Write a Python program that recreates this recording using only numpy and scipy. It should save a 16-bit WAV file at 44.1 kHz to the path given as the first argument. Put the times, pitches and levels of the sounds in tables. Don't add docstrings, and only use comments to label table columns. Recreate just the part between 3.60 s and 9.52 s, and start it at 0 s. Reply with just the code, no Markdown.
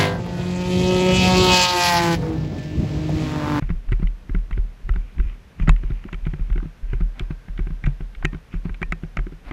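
import sys
import numpy as np
from scipy import signal
from scipy.fft import rfft, irfft
from scipy.io import wavfile

SR = 44100
rng = np.random.default_rng(int(sys.argv[2]) if len(sys.argv) > 2 else 0)


def store_wav(level_fs):
    pcm = np.round(np.clip(np.atleast_2d(level_fs), -1, 1) * 32767)
    wavfile.write(sys.argv[1], SR, pcm.T.astype(np.int16))


N = 261072
TIME = np.arange(N) / SR


# start in seconds, thud level in dB,
# pitch in Hz, overtone level in dB, jolt level in dB, knock level in dB. All levels are relative.
HOOFBEATS = [(0.023, -15, 139, -40, -16, -31.5), (0.091, -29.5, 137, -11, -14, -32.5),
             (0.102, -14.5, 167, -60, -12, -28), (0.320, -11.5, 112, -20.5, -12.5, -31.5),
             (0.397, -19.5, 139, -12.5, -39, -45), (0.427, -14, 165, -33.5, -9, -33.5),
             (0.694, -20.5, 126, -11, -13.5, -33.5), (0.747, -15, 171, -21, -12.5, -25.5),
             (0.909, -29.5, 161, -30, -13.5, -30.5), (0.975, -20.5, 123, -16.5, -9, -32.5),
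             (1.291, -20.5, 123, -17.5, -8.5, -23), (1.359, -24.5, 173, -16, -11.5, -29),
             (1.582, -30, 185, -20, -6.5, -35.5), (1.598, -24.5, 153, -10, -11, -28.5),
             (1.998, -19.5, 173, -27, -10.5, -29), (2.033, -19, 149, -43, -19.5, -46),
             (2.081, -5, 153, -26, -2, -20.5), (2.234, -23, 141, -16, -15, -35),
             (2.304, -17, 131.5, -20.5, -13.5, -36.5), (2.452, -24, 194, -14, -28, -55),
             (2.529, -22, 161, -17, -21, -30), (2.667, -13.5, 149.5, -28, -18, -28.5),
             (2.735, -18.5, 147, -20.5, -24, -31), (2.795, -24, 154, -29, -13.5, -43),
             (2.9, -25.5, 148, -34, -9.5, -34.5), (2.957, -23, 163, -7, -17.5, -34),
             (2.977, -25.5, 170, -9, -52, -30.5), (3.027, -24.5, 183, -8, -52, -39),
             (3.056, -20.5, 158, -18.5, -40, -45), (3.331, -16, 122, -18.5, -16, -28),
             (3.407, -18, 166, -22, -10, -32), (3.605, -20, 136, -15, -16, -38),
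             (3.706, -16, 152, -19.5, -24.5, -32.5), (3.883, -30, 165.5, -33, -20, -37),
             (3.991, -17, 157.5, -17.5, -13, -29), (4.069, -22.5, 146, -19.5, -39, -34),
             (4.104, -22, 159, -28, -17.5, -41), (4.24, -21, 145, -48, -12, -32),
             (4.273, -10.5, 139, -33.5, -40, -41), (4.406, -22.5, 151, -19.5, -19, -35),
             (4.647, -12.5, 151, -14.5, -35, -17), (4.730, -22, 165, -15, -25.5, -33.5),
             (4.745, -20, 157, -20, -28, -33), (4.939, -20, 168, -20.5, -16, -34),
             (5.054, -15, 167, -23, -22.5, -36), (5.093, -25, 166, -21, -17.5, -31.5),
             (5.216, -18.5, 164, -13, -20.5, -23), (5.323, -19.5, 164, -20, -39, -22),
             (5.434, -18, 159, -21.5, -28, -34.5), (5.569, -21.5, 166, -31, -13, -17),
             (5.589, -19.5, 135, -18.5, -25, -24.5), (5.666, -26.5, 188, -7, -55, -35.5),
             (5.722, -28, 159, -9, -35, -46), (5.910, -23, 140, -3, -38, -25)]
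# frequency in Hz, relative level in dB, 60 dB decay time in seconds.
THUD_MODES = [(277, -16, 0.11), (317, -1, 0.043), (370, 3, 0.052)]

def hooves(thud_db=1, overtone_db=9.5, boom_t60=0.11, boom_scatter=0.27, give_s=0.00079, turf_hz=430):
    t, out = TIME[:SR // 4], np.zeros(N)
    soil = rng.standard_normal((len(HOOFBEATS), len(t)))
    firmness = rng.standard_normal(len(HOOFBEATS))
    weight = from_db(-6) * ring(t, hz=95, t60=0.072)
    modes = sum(from_db(db) * ring(t, hz, t60) for hz, db, t60 in THUD_MODES)
    onset = 1 - np.exp(-t / give_s)
    for (s, db, hz, upper_db, *_), clods, firm in zip(HOOFBEATS, soil, firmness):
        t60 = boom_t60 * 2 ** (boom_scatter * firm)
        boom = (ring(t, hz, t60) + weight) * onset
        contact = (t == 0) + 0.078 * clods * fade(t, t60=0.035)
        response = signal.fftconvolve(contact, modes)[:len(t)]
        overtones = peak_one(lowpass(response, turf_hz, order=5))
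        thud = peak_one(boom + from_db(upper_db + overtone_db) * overtones)
        add(out, s, -from_db(db + thud_db) * thud)
    return out


# time in seconds, level in dB.
LURCHES = [(0.148, -17), (0.281, -13), (1.241, -19.5), (1.657, -13), (2.626, -19), (3.231, -17.5),
           (3.289, -19), (3.949, -26), (4.57, -23.5), (4.635, -16), (5.29, -17), (5.865, -28)]

def jolts(lag_s=0.0121, usual_push_s=0.006, usual_db=-10.5, halving_db=37, lurch_push_s=0.016):
    landings = [(s + lag_s, db, usual_push_s * 2 ** ((usual_db - db) / halving_db))
                for s, _, _, _, db, _ in HOOFBEATS]
    return landings + [(s, db, lurch_push_s) for s, db in LURCHES]


# frequency in Hz, relative level in dB, 60 dB decay time in seconds.
MOUNT_MODES = [(38.02, 23, 0.32), (80, 10.5, 0.043)]
# frequency in Hz, relative density in dB.
RUMBLE_SPECTRUM = [(15, -31), (24, -2.5), (38, -6.5), (60, -4.5), (100, -19), (200, -23.5), (400, -35)]

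def mount(rumble_db=-17, lowest_hz=12):
    t, out, pushes = TIME[:SR], np.zeros(N), jolts()
    modes = sum((-1) ** k * from_db(db) * ring(t, hz, t60)
                for k, (hz, db, t60) in enumerate(MOUNT_MODES))
    for s, db, push_s in pushes:
        push = np.sin(np.pi * np.minimum(t[:SR // 20] / push_s, 1)) ** 2
        add(out, s - push_s / 2, from_db(db) * peak_one(signal.fftconvolve(push, modes)))
    wobble = out - lowpass(out, lowest_hz, order=1)
    rumble = from_db(rumble_db) * noise(RUMBLE_SPECTRUM) * after(pushes, rise_s=0.048, t60=0.49)
    return wobble + rumble


# start in seconds,
# relative level in dB, weights of the snap and of the bright edge against the hollow tock in dB.
CLACKS = [(0.287, -37, -10, -10), (0.32, -29, -4, -6), (0.3267, -24, 10, -9), (0.4708, -32, 12.5, 6.5),
          (0.928, -30.5, 12, -2), (1.336, -37, -9, -12), (1.696, -41, 0, -2), (2.0747, -19.5, -10, -39),
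          (2.0923, -10, -7.5, -10.5), (2.162, -35, 2, -3), (2.4394, -37, -11, -10), (2.4857, -32, -29, -24),
          (2.5278, -30, -2, -1.5), (2.543, -29.5, 3, -6), (2.6523, -35, 8, -0.5), (2.927, -35.5, -9, -8),
          (3, -36, -21, -33), (3.5947, -24, 3, 2), (3.9763, -32.5, 0, -6.5), (4.2389, -23.5, 9, -12),
          (4.2595, -27.5, 4.5, -4), (4.2647, -25, -7, -10.5), (4.5492, -35, 3, -4.5),
          (4.6255, -26.5, -13, -28), (4.6514, -11.5, 3, -6), (4.927, -40, -1, -5), (5.143, -33.5, 4, -3.5),
          (5.2281, -14.5, 5, -17.5), (5.3221, -14.5, 2, -11.5)]

def knocks(lag_s=0.0006, usual_db=-29, snap_db=-5.5, edge_db=-15.5, snap_slope=0.38, scatter_db=2):
    scatter = scatter_db * rng.standard_normal((len(HOOFBEATS), 2))
    shaken = []
    for (s, *_, db), (snap_scatter, edge_scatter) in zip(HOOFBEATS, scatter):
        force_db = snap_slope * (db - usual_db)
        shaken.append((s + lag_s, db, snap_db + force_db + snap_scatter, edge_db + edge_scatter))
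    return shaken + CLACKS


# frequency in Hz, bandwidth in Hz, relative level in dB.
TOCK_MODES = [(742, 220, -10), (1050, 89, -5), (1296, 272, -0.5), (1408, 221, 2.5), (1568, 218, -2)]
SNAP_MODES = [(1876, 130, -1), (2188, 270, 1.6), (2397, 78, 2.4)]
EDGE_MODES = [(2607, 87, -8), (3020, 390, -11.5), (3740, 640, -19)]
CRACK_MODES = [(5670, 1220, 7.5), (6240, 180, 8), (6820, 680, 5), (9000, 690, 1.5), (9960, 270, -3.5)]
# frequency in Hz, relative level in dB, 60 dB decay time in seconds.
BUCKLE_MODES = [(1825, -24, 0.26), (2530, -19, 0.078)]

def tack(tock_db=-5, snap_db=-5, edge_db=-2, crack_db=-12.5, buckle_db=-3, hard_db=-17):
    t, out, events = TIME[:SR // 4], np.zeros(N), knocks()
    roughness = rng.standard_normal((len(events), 2, len(t)))
    buckle = sum(from_db(db + buckle_db) * ring(t, hz, t60) for hz, db, t60 in BUCKLE_MODES)
    strike = 7 * (t == 0)
    for (s, db, snappy_db, bright_db), (rattle, grit) in zip(events, roughness):
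        shares = from_db([0, snappy_db, bright_db])
        hollow, snappy, bright = shares / np.linalg.norm(shares)
        rattle_t60 = 0.006 if db > hard_db else 0.022
        contacts = strike + rattle * fade(t, rattle_t60)
        tock = lowpass(resonate(contacts, TOCK_MODES), hz=2510, order=4)
        snap = lowpass(resonate(contacts, SNAP_MODES), hz=3200, order=4)
        edge = lowpass(resonate(grit * fade(t, t60=0.015), EDGE_MODES), hz=3900, order=4)
        crack = resonate(grit * fade(t, t60=0.0079), CRACK_MODES)
        cushion_db = 0.63 * min(db - hard_db, 0)
        ringing = np.clip((db - hard_db) / 4, 0, 1)
        knock = (hollow * burst(tock, tock_db)
                 + snappy * (burst(snap, snap_db) + ringing * buckle)
                 + bright * (burst(edge, edge_db) + burst(crack, crack_db + cushion_db)))
        add(out, s, from_db(db) * knock)
    return out


# frequency in Hz, relative density in dB.
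RUSTLE_SPECTRUM = [(240, 18.5), (400, -8), (650, 4), (1020, 0), (2360, -1.5), (3200, -13), (4600, -16),
                   (7000, -34), (10000, -33), (14000, -39)]

def grass(scuff_db=-27):
    scuff = noise(RUSTLE_SPECTRUM) * grainy(grain_db=4.5, rate_hz=220)
    return from_db(scuff_db) * scuff * after(HOOFBEATS, rise_s=0.013, t60=0.17)


# centre in seconds, level in dB, half length in seconds.
RUBS = [(0.02, -57, 0.075), (0.3, -74, 0.039), (0.955, -62, 0.023), (1.42, -64, 0.2), (1.68, -55, 0.06),
        (2.02, -44.5, 0.022), (2.35, -59.5, 0.24), (2.8, -63, 0.16), (3.325, -54.5, 0.036),
        (4.94, -48, 0.022)]
RUSHES = [(3.6, -47.5, 0.047), (5.89, -42, 0.037)]
# frequency in Hz, relative density in dB.
RUB_SPECTRUM = [(900, -4), (1600, -6.5), (2400, 1), (3000, -8), (4000, -30), (7000, -24.5)]

def rider_gear(steady_db=-71):
    rub = (from_db(steady_db) + swells(RUBS)) * noise(RUB_SPECTRUM)
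    rush = swells(RUSHES) * noise(RUSTLE_SPECTRUM)
    return (rub + rush) * grainy(grain_db=2.8, rate_hz=110)


# frequency in Hz, relative density in dB.
FIELD_SPECTRUM = [(88, -6), (160, -7), (330, -21), (450, -18.5), (800, -24.5), (1200, -25.5), (1600, -25),
                  (2500, -29), (3300, -32), (4500, -37), (5800, -38), (7500, -44.5), (11000, -46),
                  (15000, -60)]
TONE_SPECTRUM = [(1450, -20), (1575, 3), (1700, -23)]
# centre in seconds, level in dB, half length in seconds.
TONE_SWELL = [(3.7, -65.5, 1)]

def field(hiss_db=-51, wind_db=-52):
    hiss = from_db(hiss_db) * noise(FIELD_SPECTRUM)
    tone = swells(TONE_SWELL) * noise(TONE_SPECTRUM)
    wind = from_db(wind_db) * noise(RUMBLE_SPECTRUM)
    return hiss + tone + wind


# frequency in Hz, rms wander in Hz, rms level in dB.
WHINE_TONES = [(11640, 12, -84.5), (14600, 13, -81.5)]

def electronics():
    whine = 0
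    for hz, wander_hz, db in WHINE_TONES:
        pitch = hz + wander_hz * wander(rate_hz=30)
        phase = 2 * np.pi * np.cumsum(pitch) / SR
        whine += from_db(db) * np.sqrt(2) * np.sin(phase)
    return whine


def from_db(db):
    return 10 ** (np.asarray(db) / 20)


def rms_one(x):
    return x / np.sqrt(np.mean(x ** 2) + 1e-20)


def peak_one(x):
    return x / (np.max(np.abs(x)) + 1e-20)


def burst(x, db):
    return from_db(db) * x / np.sqrt(np.sum(x ** 2) / (0.003 * SR) + 1e-20)


def add(track, s, sound):
    start = max(round(s * SR), 0)
    part = sound[:max(N - start, 0)]
    track[start:start + len(part)] += part


def fade(t, t60):
    return from_db(-60 * t / max(t60, 1e-4))


def ring(t, hz, t60):
    return np.sin(2 * np.pi * hz * t) * fade(t, t60)


def lowpass(x, hz, order=2):
    return signal.sosfilt(signal.butter(order, min(hz, SR / 2 - 1), fs=SR, output="sos"), x)


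def resonate(x, modes):
    out = 0
    for k, (hz, width, db) in enumerate(modes):
        r = np.exp(-np.pi * width / SR)
        poles = [1, -2 * r * np.cos(2 * np.pi * hz / SR), r * r]
        gain = (-1) ** k * from_db(db) * (1 - r * r) / 2
        out += gain * signal.lfilter([1, 0, -1], poles, x)
    return out


def noise(spectrum):
    hz, db = np.transpose(spectrum)
    bins = np.maximum(np.arange(N // 2 + 1) * SR / N, 1)
    gain = from_db(np.interp(np.log(bins), np.log(hz), db, left=-100, right=-100))
    return rms_one(irfft(rfft(rng.standard_normal(N)) * gain, N))


def wander(rate_hz):
    return rms_one(lowpass(rng.standard_normal(N), rate_hz))


def grainy(grain_db, rate_hz):
    return rms_one(from_db(grain_db * wander(rate_hz)))


def after(events, rise_s, t60):
    t, power = TIME[:SR // 2], np.zeros(N)
    envelope = np.minimum(t / rise_s, 1) * fade(t, t60)
    for s, db, *_ in events:
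        add(power, s - rise_s, (from_db(db) * envelope) ** 2)
    return np.sqrt(power)


def swells(rows):
    return sum(from_db(db) * np.exp(-((TIME - s) / half_s) ** 2) for s, db, half_s in rows)


def scene():
    return (mount() + hooves() + tack() + grass() + rider_gear() + field() + electronics())[None]


def record(dry, cutoff_hz=15100):
    return signal.sosfilt(signal.ellip(10, 0.1, 80, cutoff_hz, fs=SR, output="sos"), dry)


dry = scene()
out = record(dry)
store_wav(out)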